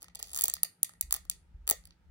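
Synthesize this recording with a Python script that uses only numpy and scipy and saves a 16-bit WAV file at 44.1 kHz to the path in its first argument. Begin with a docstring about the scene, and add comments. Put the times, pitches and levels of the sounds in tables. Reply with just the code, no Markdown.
"""Two beetles wrestle on dry wood close to a phone in a small quiet room, over low rumble, faint hum and hiss.
Sparse clicks and claw scrapes thicken into a dense bright burst from 0.3 to 0.6 s, then come loud single clicks.
Clusters follow near 1.1 and 1.7 s, with soft thumps at 1.0, 1.5 and 1.7 s; the last clicks fade by 1.9 s.
Rough noise blows ring wood and shell modes, random ticks make the scrapes, and decaying noise makes the echoes.
Floor modes make the thumps; filtered noise makes rumble, hum and hiss."""
import sys
import numpy as np
from scipy import signal
from scipy.fft import rfft, irfft, next_fast_len
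from scipy.io import wavfile

SR = 44100
rng = np.random.default_rng(int(sys.argv[2]) if len(sys.argv) > 2 else 0)


def bounce(signal):
    """Save signal as a 16-bit WAV file at the path given by the first command-line argument."""
    frames = np.transpose(np.atleast_2d(signal))
    limited = np.clip(frames, -1, 1)
    pcm = np.round(limited * 32767).astype(np.int16)
    wavfile.write(sys.argv[1], SR, pcm)


N = 92610  # 2.1 s


def undb(db):
    """Amplitude factor of a level in dB."""
    return 10 ** (np.asarray(db) / 20)


def unit(x):
    """Scale to energy 1."""
    return x / np.sqrt(np.sum(x ** 2))


def ring(modes, seconds):
    """Sum of decaying modes, band-limited to their range; energy 1."""
    t = np.arange(int(seconds * SR)) / SR
    y = np.zeros(len(t))
    for hz, db, t60 in modes:
        decay = 1000. ** (-t / t60)
        y += undb(db) / np.sqrt(t60) * np.sin(2 * np.pi * hz * t) * decay
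    edges = [.8 * modes[0][0], 1.2 * modes[-1][0]]
    return unit(signal.sosfilt(signal.butter(3, edges, "band", fs=SR, output="sos"), y))


def through(x, response):
    """Let a sound pass through a response, cut to the scene's length."""
    return signal.fftconvolve(x, response)[:N]


def band(hz, width_hz, size=N):
    """Noise passed twice through a resonance at hz, rms 1."""
    b, a = signal.iirpeak(hz, hz / width_hz, SR)
    once = signal.lfilter(b, a, rng.standard_normal(size + SR))
    settled = signal.lfilter(b, a, once)[SR:]
    return settled / settled.std()


def hiss():
    """Coloured noise, alike in both ports in the bass and growing unlike towards the treble."""
    level_db, alike_hz = -73, 785  # the level is the rms of the shared part
    # colour of the hiss: f/Hz, relative level/dB
    hiss_colour = [(47, -31), (80, -12), (349, -26), (521, -30), (680, -34), (930, -27), (1060, -44),
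                   (1270, -29.5), (1450, -33.5), (11300, -55), (16500, -58)]
    points_hz, points_db = np.array(hiss_colour).T
    hz = np.maximum(np.arange(N // 2 + 1) * SR / N, 1)
    colour = undb(np.interp(np.log(hz), np.log(points_hz), points_db)) * (hz > 80)
    mid, side = (rfft(rng.standard_normal(N)) * colour for _ in range(2))
    mid = irfft(mid, N)
    side = irfft(side * hz / np.hypot(hz, alike_hz), N)
    return undb(level_db) / mid.std() * np.array([mid + side, mid - side])


def hum():
    """A faint narrow band of noise."""
    return undb(-73) * band(171.4, 14)


def rumble():
    """Bands of deep noise whose common level wanders; a shared part and a weaker opposed part."""
    # wandering level, before the band levels: t/s, level/dB
    rumble_level = [(0, -72), (.2, -67), (.6, -67), (.75, -100), (1., -69), (1.3, -61), (1.9, -64),
                    (1.96, -77), (2.1, -58.5)]
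    # resonances: f/Hz, width of one filter pass/Hz, relative level/dB
    rumble_bands = [(44, 25, -0.5), (65, 18, 3.5)]
    t = np.arange(N) / SR
    curve = undb(np.interp(t, *np.array(rumble_level).T))
    mid, side = (curve * sum(undb(db - 3.5) * band(hz, width) for hz, width, db in rumble_bands)
                 for _ in range(2))
    side *= undb(-8.5)
    return np.array([mid + side, mid - side])


def thumps():
    """Soft pushes through the floor set its low modes ringing."""
    # pushes: t/s, relative level/dB
    floor_pushes = [(1.032, -43), (1.542, -42), (1.74, -55.5)]
    # floor modes: f/Hz, relative level/dB, t60/s
    floor_modes = [(44, -0.5, 1.), (61.97, 1.5, 0.593), (78, -5, 0.1), (122.4, -9, .4), (197, -14, 0.36)]
    push_s = .003
    t = np.arange(N) / SR
    push = np.zeros(N)
    for start, db in floor_pushes:
        push += undb(db) * np.exp(-((t - start) / push_s) ** 2)
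    floor = ring(floor_modes, 0.88)
    return through(push, floor / np.abs(floor).max()) / (push_s * SR)


def background():
    """Thumps and hum equal in both ports, under stereo rumble and hiss."""
    return thumps() + hum() + rumble() + hiss()


def near_echoes(t, shared):
    """Direct sound, then dense decaying echoes from wood and table, mostly unlike between the ports."""
    level_db, t60_s, delay_s, unlike = -15, 0.02, 0.00089, 4.5  # energy level against the direct sound
    noise = shared + unlike * rng.standard_normal(len(t))
    echo = noise * (t > delay_s) * 1000. ** (-t / t60_s)
    return (t == 0) + undb(level_db) * unit(echo)


def walls(t):
    """Bands of decaying noise that set in after a gap, strongest at first as the walls slap back."""
    # wall tail: f/Hz, relative level/dB, t60/s
    room_bands = [(540, -27, 0.15), (1274, -30.5, 0.25), (2110, -21, 0.24), (3990, -22, 0.22),
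                  (6140, -26.5, 0.2), (9700, -33, .28), (14200, -31, 0.13)]
    delay_s, rise_s = .012, 0.0013
    slap_db, slap_s = 7, .006  # early slap added to the tail
    u = np.maximum(t - delay_s, 0)
    onset = (1 - np.exp(-u / rise_s)) * (1 + undb(slap_db) * np.exp(-u / slap_s))
    tail = np.zeros(len(t))
    for hz, db, t60 in room_bands:
        decay = 1000. ** (-u / t60) / np.sqrt(t60 * SR / 20)
        tail += undb(db) * band(hz, hz * 0.32, size=len(t)) * onset * decay
    return tail


def surroundings():
    """Response from beetles to each port: direct sound, close echoes and walls."""
    t = np.arange(SR // 2) / SR
    shared = rng.standard_normal(len(t))
    return [near_echoes(t, shared) + walls(t) for _ in range(2)]


def ports(x):
    """The phone's pair of ports differ in phase and level along the spectrum."""
    # phase: f/Hz, lead of left over right/rad
    port_phase = [(0, 0), (1400, 1.4), (2300, 3.4), (3360, 3.5), (6250, 14.3), (7000, 16.9), (8500, 15.8),
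                  (16000, 6.2), (22050, -1)]
    # balance: f/Hz, level of left over right/dB
    port_balance = [(0, 1), (300, 1), (800, 9), (1150, 9.5), (1500, 1), (2500, -1), (6000, -3.5),
                    (6600, .5), (22050, 0)]
    n = next_fast_len(N + 512)
    hz = np.arange(n // 2 + 1) * SR / n
    balance = undb(np.interp(hz, *np.array(port_balance).T))
    phase = np.interp(hz, *np.array(port_phase).T)
    half = np.sqrt(balance) * np.exp(.5j * phase)  # each port takes half the difference
    return [irfft(rfft(x, n) * g, n)[:N] for g in (half, 1 / half)]


def part_rings():
    """Ringing of the five parts: low wood, high wood, shell body, shell edge, shell top."""
    # modes of each part: f/Hz, relative level/dB, t60/s
    wood_low = [(305.6, -10.5, 0.01), (450, 0.5, .015), (670, 5.5, .012), (770, 12, .012)]
    wood_high = [(1296, 0.02, 0.0058), (1824, 0.044, 0.017)]
    shell_body = [(2870, -23, .004), (3500, 14.5, .004), (4750, 18, 0.0036), (5700, 8, 0.0014)]
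    shell_edge = [(7645, -2.8, 0.0029), (8370, 0, .002), (8850, -0.93, .002), (10074, -1.7, .002)]
    shell_top = [(11580, -2.7, .002), (13300, 0.019, .0015), (14700, 0.0085, .002)]
    return [ring(modes, .03) for modes in (wood_low, wood_high, shell_body, shell_edge, shell_top)]


def scrapes(rings):
    """Dense uneven ticks of dragging claws ring the shells and, more weakly, the wood."""
    # drags: start t/s, length/s, relative level/dB
    claw_drags = [(.005, 0.025, -52), (0.148, 0.01, -38), (0.189, 0.014, -37.5), (0.2, 0.12, -48.5),
                  (0.293, .13, -48.5), (1.113, 0.068, -41), (1.842, 0.033, -70)]
    ticks_per_s, scatter_db = 1200, 4
    ticks = (rng.random(N) < ticks_per_s / SR) * undb(scatter_db * rng.exponential(size=N))
    ticks *= rng.choice([-1, 1], N)
    t = np.arange(N) / SR
    drag = np.zeros(N)
    for start, length, db in claw_drags:
        drag += undb(db) * np.sin(np.pi * np.clip((t - start) / length, 0, 1))
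    shares = undb([-17, -17, -4, 0, -5])  # wood low and high, shell body, edge, top
    return np.array([g * through(ticks * drag, r) for g, r in zip(shares, rings)])


def clicks(rings):
    """Jaws and shells slip and knock: each short rough blow rings the five parts in its own mix."""
    # clicks: t/s, shell edge energy level/dB, then level against the edge/dB of
    # wood thud, wood knock, shell body, top snap
    click_rows = [(0.021, -28, -17, -12, -6, -5), (0.0288, -24, -16, -16, -6, 0),
                  (0.0432, -31, -16, -3, -2, -5), (0.083, -38, -6, 2, 4, -13),
                  (0.1557, -22, -16, -20, -4, -6), (0.2002, -29, -8, -4, -2, 0),
                  (0.2275, -12, -22, -25, -5, -3), (0.2908, -39, -15, -12, -2, -12),
                  (0.3044, -30, -23, -25, -6, -11), (0.3159, -26, -21, -20, -8, -8),
                  (0.3188, -34, -14, -8, -3, -9), (0.3329, -16, -25, -22, -12, -3),
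                  (0.336, -22, -24, -25, -8, -6), (0.3467, -12, -23, -22, -10, -5),
                  (0.3551, -15, -35, -28, -13, -6), (0.3621, -11, -32, -17, -12, -2),
                  (0.3644, -21, -21, -11, -6, 0), (0.3688, -22, -18, -14, -9, 0),
                  (0.3745, -10, -34, -22, -14, -2), (0.3882, -10, -26, -15, -6, -2),
                  (0.3929, -16, -23, -11, -1, 1), (0.3991, -21, -24, -15, -16, 4),
                  (0.41, -2, -40, -25, -13, -6), (0.4199, -8, -35, -25, -14, 0),
                  (0.4375, -6, -24, -22, -12, 4), (0.4397, -1, -23, -27, -11, 4),
                  (0.4562, -8, -30, -24, -11, -1), (0.4818, -4, -28, -18, -12, -1),
                  (0.499, -6, -36, -26, -14, -9), (0.5384, -5, -34, -24, -9, 0),
                  (0.5665, -29, -15, 1, 2, -11), (0.6326, 1, -29, -22, -10, 0),
                  (0.8313, 2, -40, -29, -16, -1), (0.8935, -27, -19, -6, -10, -6),
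                  (0.9365, -38, -16, -1, -6, -12), (1.0107, -1, -42, -30, -16, 0),
                  (1.1088, -15, -28, -11, -4, -1), (1.1253, 1, -33, -19, -15, -1),
                  (1.1408, -8, -23, -16, -12, 0), (1.1479, -16, -30, -16, -9, -4),
                  (1.1638, -19, -32, -10, -8, 0), (1.252, -38, -11, -5, -5, -3),
                  (1.2985, -3, -36, -29, -11, -4), (1.67, -31, -15, -12, -10, -6),
                  (1.6767, -8, -23, -14, -7, -3), (1.6909, -7, -21, -13, -7, 3),
                  (1.6979, -10, -28, -17, -11, -5), (1.6992, 0, -28, -20, -13, 1),
                  (1.7101, 0, -13, -17, -12, 2), (1.8385, -55, 0, 3, 12, -3),
                  (1.8541, -28, -34, -18, -7, -3), (1.8728, -37, -18, -16, -3, -2),
                  (1.9073, -52, -9, 3, 17, -12)]
    # delay of each part after the click time/s: wood and shell body speak a little late
    part_lags = [0.0024, 0.00017, 0.00021, 0, 0]
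    contact_s, chatter_db, chatter_s = .00007, -22, 0.0037
    out = np.zeros((5, N + SR))
    t = np.arange(300) / SR
    contact = t / contact_s * np.exp(1 - t / contact_s)
    shape = contact + undb(chatter_db) * np.exp(-t / chatter_s)
    for start, edge_db, thud, knock, body, top in click_rows:
        for part, relative_db in enumerate((thud, knock, body, 0, top)):
            blow = rng.standard_normal(len(t)) * shape
            y = np.convolve(blow, rings[part])
            i = int((start + part_lags[part]) * SR)
            out[part, i:i + len(y)] += undb(edge_db + relative_db) * unit(y)
    return out[:, :N]


def beetles():
    """Clicks and scrapes at the two ports, with the echoes and the room."""
    rings = part_rings()
    close = np.sum(clicks(rings) + scrapes(rings), axis=0)
    return np.array([through(x, response) for x, response in zip(ports(close), surroundings())])


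def scene():
    """The beetles over the quiet room."""
    return background() + beetles()


def record(dry):
    """The phone's microphone rolls off the top, and a steeper filter then cuts it."""
    soft = signal.sosfilt(signal.butter(10, 16200, fs=SR, output="sos"), dry)
    return signal.sosfilt(signal.ellip(8, .2, 70, 17000, fs=SR, output="sos"), soft)


dry = scene()
out = record(dry)
bounce(out)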